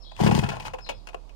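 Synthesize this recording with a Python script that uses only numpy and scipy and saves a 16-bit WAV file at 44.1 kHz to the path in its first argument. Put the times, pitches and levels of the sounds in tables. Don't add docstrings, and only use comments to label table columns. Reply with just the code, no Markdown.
import sys
import numpy as np
from scipy import signal
from scipy.fft import rfft, irfft, next_fast_len
from scipy.io import wavfile
from scipy.ndimage import uniform_filter1d

SR = 44100
rng = np.random.default_rng(int(sys.argv[2]) if len(sys.argv) > 2 else 0)


def attenuation_scalar(level_db):
    decades = np.asarray(level_db, float) / 20
    return 10 ** decades


def log_audio(samples):
    frames = np.atleast_2d(samples).T
    limited = np.clip(frames, -1, 1)
    pcm = np.round(limited * 32767).astype(np.int16)
    wavfile.write(sys.argv[1], SR, pcm)


N = 59535
T = np.arange(N) / SR


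def walk(rate_hz):
    k = int(SR / rate_hz)
    steps = np.repeat(rng.standard_normal(N // k + 1), k)
    return 1.1 * uniform_filter1d(uniform_filter1d(steps, k), k)[:N]


def colour(x, table):
    hz, db = np.array(table, float).T
    f = np.fft.rfftfreq(N, 1 / SR) + 1
    curve = attenuation_scalar(np.interp(np.log(f), np.log(hz), db))
    y = irfft(rfft(x) * curve, N)
    return y / np.std(y)


def fader(table):
    return attenuation_scalar(np.interp(T, *np.array(table).T, left=-99, right=-99))


def ring(push, hz, t60_s):
    pole = np.exp(2j * np.pi * hz / SR - np.log(1000) / (t60_s * SR))
    return signal.lfilter([1], [1, -pole], push + 0j).imag


def echo(x, t60_s, db):
    t = T[:SR // 2]
    tail = rng.standard_normal(len(t)) * attenuation_scalar(-60 * t / t60_s) * np.clip(t / 0.015, 0, 1)
    return attenuation_scalar(db) * signal.fftconvolve(x, tail / np.sqrt(np.sum(tail ** 2)))[:N]


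def burst(start_s, length_s):
    u = T - start_s
    fade = np.exp(-np.clip(u - 0.2 * length_s, 0, None) / (0.65 * length_s))
    return np.clip(u / 0.00066, 0, 1) * fade


def ticks():
    hits_per_s = 2500
    hits = (rng.random(N) < hits_per_s / SR) * attenuation_scalar(2.5 * rng.exponential(size=N))
    x = rng.standard_normal(N) * (0.51 + uniform_filter1d(hits, size=9) * 6)
    return x / np.std(x)


# freq_hz, level_db (per Hz)
OPEN_AIR = [(40, -6), (150, 7.5), (700, -14.5), (1100, -13.5), (2000, -17.5), (4500, -11.5), (8000, -21),
            (15500, -33.5)]


def garden_air():
    return attenuation_scalar(-60 + 0.73 * walk(7.1)) * colour(rng.standard_normal(N), OPEN_AIR)


# freq_hz, level_db (per Hz)
SHUT_AIR = [(60, 1), (130, -11.5), (700, -12.5), (1100, -16.5), (1600, -35), (3000, -30), (7000, -41.5),
            (15500, -56)]


def pocket_air():
    return attenuation_scalar(-51 + 1.2 * walk(11.6)) * colour(rng.standard_normal(N), SHUT_AIR)


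def pocket_hum():
    hum_hz, hum_db, wobble_db = 39.8, -41.5, -0.1
    turns = hum_hz * np.cumsum(1 + 0.015 * walk(5.5)) / SR
    return np.sqrt(2) * attenuation_scalar(hum_db + wobble_db * walk(9)) * np.sin(2 * np.pi * turns)


# start_s, level_db, high_hz, low_hz, hold_s
BIRD_NOTES = [(.002, -50.5, 5300, 3316, 0.015), (.04, -70, 5150, 3600, .012),
              (.048, -51.5, 4270, 3200, .004), (.07, -59.5, 4670, 3200, .004),
              (.098, -52.5, 4820, 3230, 0.0038), (.125, -59, 4300, 3200, 0.0046),
              (.804, -46, 5210, 3550, 0.027), (.84, -61, 5300, 3536, 0.036), (.845, -63, 4420, 3200, .004),
              (.872, -51.5, 4250, 3257, .004), (.94, -60, 5060, 3710, 0.017)]


def bird():
    fall_s, pitch_jitter, flutter_db = 0.037, 0.025, 4
    whistle = 0
    for start_s, level_db, high_hz, low_hz, hold_s in BIRD_NOTES:
        u = T - start_s
        left_to_fall = np.clip(1 - np.clip(u - hold_s, 0, None) / fall_s, 0, 1) ** 1.41
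        hz = low_hz + (high_hz - low_hz) * left_to_fall
        shape = np.clip(u / 0.0023, 0, 1) * np.clip((hold_s + fall_s - u) / 0.0039, 0, 1)
        phase = 2 * np.pi * np.cumsum(hz * (1 + pitch_jitter * walk(250))) / SR
        whistle = whistle + attenuation_scalar(level_db + flutter_db * walk(200)) * shape * np.sin(phase)
    direct, trees = attenuation_scalar(-4) * whistle, echo(whistle, t60_s=0.24, db=3.5)
    return direct + trees


# pitch_hz, level_db, t60_s
SHELL_MODES = [(507.6, 2, 0.05), (525, -0.5, 0.034), (682, 1, 0.024), (800, -3.5, 0.022),
               (880, -10.5, 0.05), (1030, 2.5, 0.013), (1361, 1.5, 0.015), (1640, -18.5, 0.023),
               (2335, -12.5, .012), (2528, -3.5, 0.038), (2750, -14.5, 0.029), (3200, -38, 0.0045)]


def housing(push, spot_hz):
    scatter_db, spot_db_per_octave = 2, 11
    luck_db = scatter_db * rng.standard_normal(len(SHELL_MODES))
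    y = 0
    for luck, (hz, db, t60_s) in zip(luck_db, SHELL_MODES):
        distance_db = spot_db_per_octave * abs(np.log2(hz / spot_hz))
        y = y + attenuation_scalar(db + luck - distance_db) * ring(push, hz, t60_s)
    return 0.037 * signal.sosfilt(signal.butter(3, [380, 5000], "band", fs=SR, output="sos"), y)


# start_s, body_db, bright_db, length_s, spot_hz (where the shell is struck)
KNOCK_HITS = [(.115, -44, -55, 0.012, 1030), (.165, -56, -38.5, 0.0016, 930), (0.191, -32, -65, 0.027, 880),
              (.210, -24, -28.5, 0.0031, 800), (0.265, -24, -28, 0.016, 1310),
              (0.31, -26.5, -32.5, 0.024, 880), (.350, -61, -23.5, 0.0028, 900),
              (0.389, -28.5, -28, 0.0059, 880), (.434, -30.5, -36, 0.025, 1680),
              (.462, -33.5, -48, 0.0098, 1350), (.489, -35, -32, 0.02, 890),
              (0.515, -34, -45.5, 0.058, 1300), (0.568, -30.5, -36, 0.0025, 1030),
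              (.598, -40, -36, 0.012, 910), (.651, -40, -40, 0.039, 1100),
              (0.681, -31, -41.5, 0.0037, 1220), (0.735, -27.5, -40, 0.014, 518),
              (0.784, -42.5, -49.5, 0.023, 1400), (0.863, -48.5, -50.5, 0.02, 800),
              (0.8891, -29, -29.5, 0.019, 590), (1.071, -55, -38.5, 0.0088, 1030),
              (1.087, -43, -42.5, 0.013, 660), (1.131, -50.5, -53.5, 0.012, 800),
              (1.144, -26.5, -40, 0.0058, 800), (1.293, -73.5, -51.5, 0.0093, 800)]


def knocks():
    crack_s, crack_db, bite_hz, bite_db = 0.00056, -4, 2870, 0.5
    bright = colour(ticks(), [(900, 0), (2000, -2.5), (2800, -4), (3600, -1.5), (6500, -6.5), (15500, -26)])

    def struck(shape, hz, length_s):
        y = housing(shape * ticks(), hz)
        return y / np.sqrt(np.sum(y ** 2) / (length_s * SR))

    out = 0
    for start_s, body_db, bright_db, length_s, spot_hz in KNOCK_HITS:
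        shape = burst(start_s, length_s) + attenuation_scalar(crack_db) * burst(start_s, crack_s)
        body = struck(shape, spot_hz, length_s)
        bite = struck(shape, bite_hz, length_s)
        out = out + attenuation_scalar(body_db) * body + attenuation_scalar(bright_db) * (shape * bright + attenuation_scalar(bite_db) * bite)
    return out


# time_s, level_db
SHUDDER_RIDE = [(.14, -62), (.2, -32), (.45, -22.5), (.56, -34.5), (.66, -39), (.78, -49), (.87, -54),
                (.97, -44), (1.05, -69)]


def shudder():
    rumble = colour(rng.standard_normal(N), [(45, -30), (70, -9), (87, 0), (135, -3), (250, -16),
                                             (900, -45), (8000, -110)])
    return attenuation_scalar(-4) * fader(SHUDDER_RIDE) * rumble


# puff_s (exhaust), exhaust_db, intake_db, clatter_db (housing)
CRANK_TURNS = [
    (0.218, -9, -14, -18),
    (.248, -7.5, -13, -16.5),
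    (.276, -8, -9, -18.5),
    (.301, -11.5, -12.5, -16),
    (.327, -7.5, -17, -9.5),
    (.357, -9.5, -15.5, -48),
    (.393, -10, -12.5, -31.5),
    (.446, -16, -18.5, -20),
    (.505, -26, -23.5, -32),
]


def intake_openings():
    puffs = np.array(CRANK_TURNS)[:, 0]
    turn_s = np.diff(puffs, prepend=puffs[0] - 0.0399)
    return puffs - 0.00438 - 0.22 * turn_s


def exhaust_slugs():
    pitch_hz, length_s, sag, skew_rad = 165.7, 0.013, 0.45, 0.29
    gas = 0
    for puff_s, exhaust_db, _, _ in CRANK_TURNS:
        u = np.clip((T - puff_s) / length_s, -0.5, 0.5)
        phase = 2 * np.pi * pitch_hz * length_s * u * (1 - sag * u) + skew_rad
        gas = gas + attenuation_scalar(exhaust_db) * np.cos(np.pi * u) * np.cos(phase)
    return gas


def intake_pops():
    pitch_hz, decay_s, sag = 417, 0.0035, 0.22
    gas = 0
    for opens_s, (_, _, intake_db, _) in zip(intake_openings(), CRANK_TURNS):
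        v = np.clip(T - opens_s + 0.002056, 0, None)
        phase = 2 * np.pi * pitch_hz * v * (1 - sag * np.minimum(v / 0.02, 1))
        gas = gas - 1.56 * attenuation_scalar(intake_db) * np.exp(-v / decay_s) * np.sin(phase)
    return gas


def clatter():
    shake = 0
    for opens_s, (_, _, _, clatter_db) in zip(intake_openings(), CRANK_TURNS):
        shake = shake + attenuation_scalar(clatter_db) * burst(opens_s - 0.003, 0.0099)
    return housing(shake * ticks(), 810)


# pitch_hz, level_db, t60_s
MUFFLER_MODES = [(81, -6, 0.45), (144, -6, 0.26), (205, -20, 0.042), (233.3, 7, 0.24)]


def muffler(gas):
    body = sum(attenuation_scalar(db) * ring(gas, hz, t60_s) for hz, db, t60_s in MUFFLER_MODES)
    return attenuation_scalar(-10) * 0.0021 * body


# time_s, level_db
SPIN_RIDE = [(.15, -56.5), (.195, -37.5), (.215, -29), (.36, -32.5), (.41, -35), (.5, -44.5), (.57, -49.5),
             (.67, -36.5), (.70, -74)]
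# freq_hz, level_db (per Hz)
WHIRR_TONE = [(500, -10), (850, 1.5), (1400, -5), (2600, -8), (5000, -11), (9000, -20), (15500, -29.5)]


def fan_and_hiss():
    whirr = colour(ticks(), [(150, 0)] + list(WHIRR_TONE))
    spin = fader(SPIN_RIDE) * attenuation_scalar(4.3 * walk(69.47))
    puff = 0
    for puff_s, exhaust_db, _, _ in CRANK_TURNS:
        puff = puff + attenuation_scalar(exhaust_db + 7) * burst(puff_s - 0.003, 0.006)
    return (spin + attenuation_scalar(-33) * puff) * whirr


def engine():
    gas = exhaust_slugs() + intake_pops()
    saw = gas + muffler(gas) + clatter() + fan_and_hiss() + shudder()
    return signal.sosfilt(signal.butter(2, 51, "high", fs=SR, output="sos"), saw)


def pocket(x):
    cavity_hz, cavity_db, cavity_q = 972, -6.5, 2.6
    neck_hz, neck_db, neck_q = 2740, -2.5, 4
    skin_hz, lag_s = 324, 0.00046
    size = next_fast_len(N + 4096)
    s = 1j * np.fft.rfftfreq(size, 1 / SR)
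    a, b = s / cavity_hz, s / neck_hz
    cavity = attenuation_scalar(cavity_db) / (1 + a / cavity_q + a * a) / (1 + s / 5000)
    neck = attenuation_scalar(neck_db) * b / neck_q / (1 + b / neck_q + b * b)
    skin = (skin_hz - s) / (skin_hz + s)
    detour = np.exp(-2 * np.pi * s * lag_s)
    return irfft(rfft(x, size) * (cavity + neck) * skin * detour, size)[:N]


def scene():
    saw = engine() + knocks()
    dull = signal.lfilter(*signal.butter(2, 3000, fs=SR), saw)
    direct = saw + bird()
    near, far = (direct + echo(dull, t60_s=0.17, db=-13) for _ in range(2))
    return np.array([near + garden_air(), pocket(far) + pocket_air() + pocket_hum()])


def top_cut(x):
    return signal.sosfilt(signal.butter(12, 15890, fs=SR, output="sos"), x)


def record(dry):
    mix = signal.sosfilt(signal.ellip(8, 0.2, 70, 15700, fs=SR, output="sos"), dry)
    return top_cut(mix)


dry = scene()
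out = record(dry)
log_audio(out)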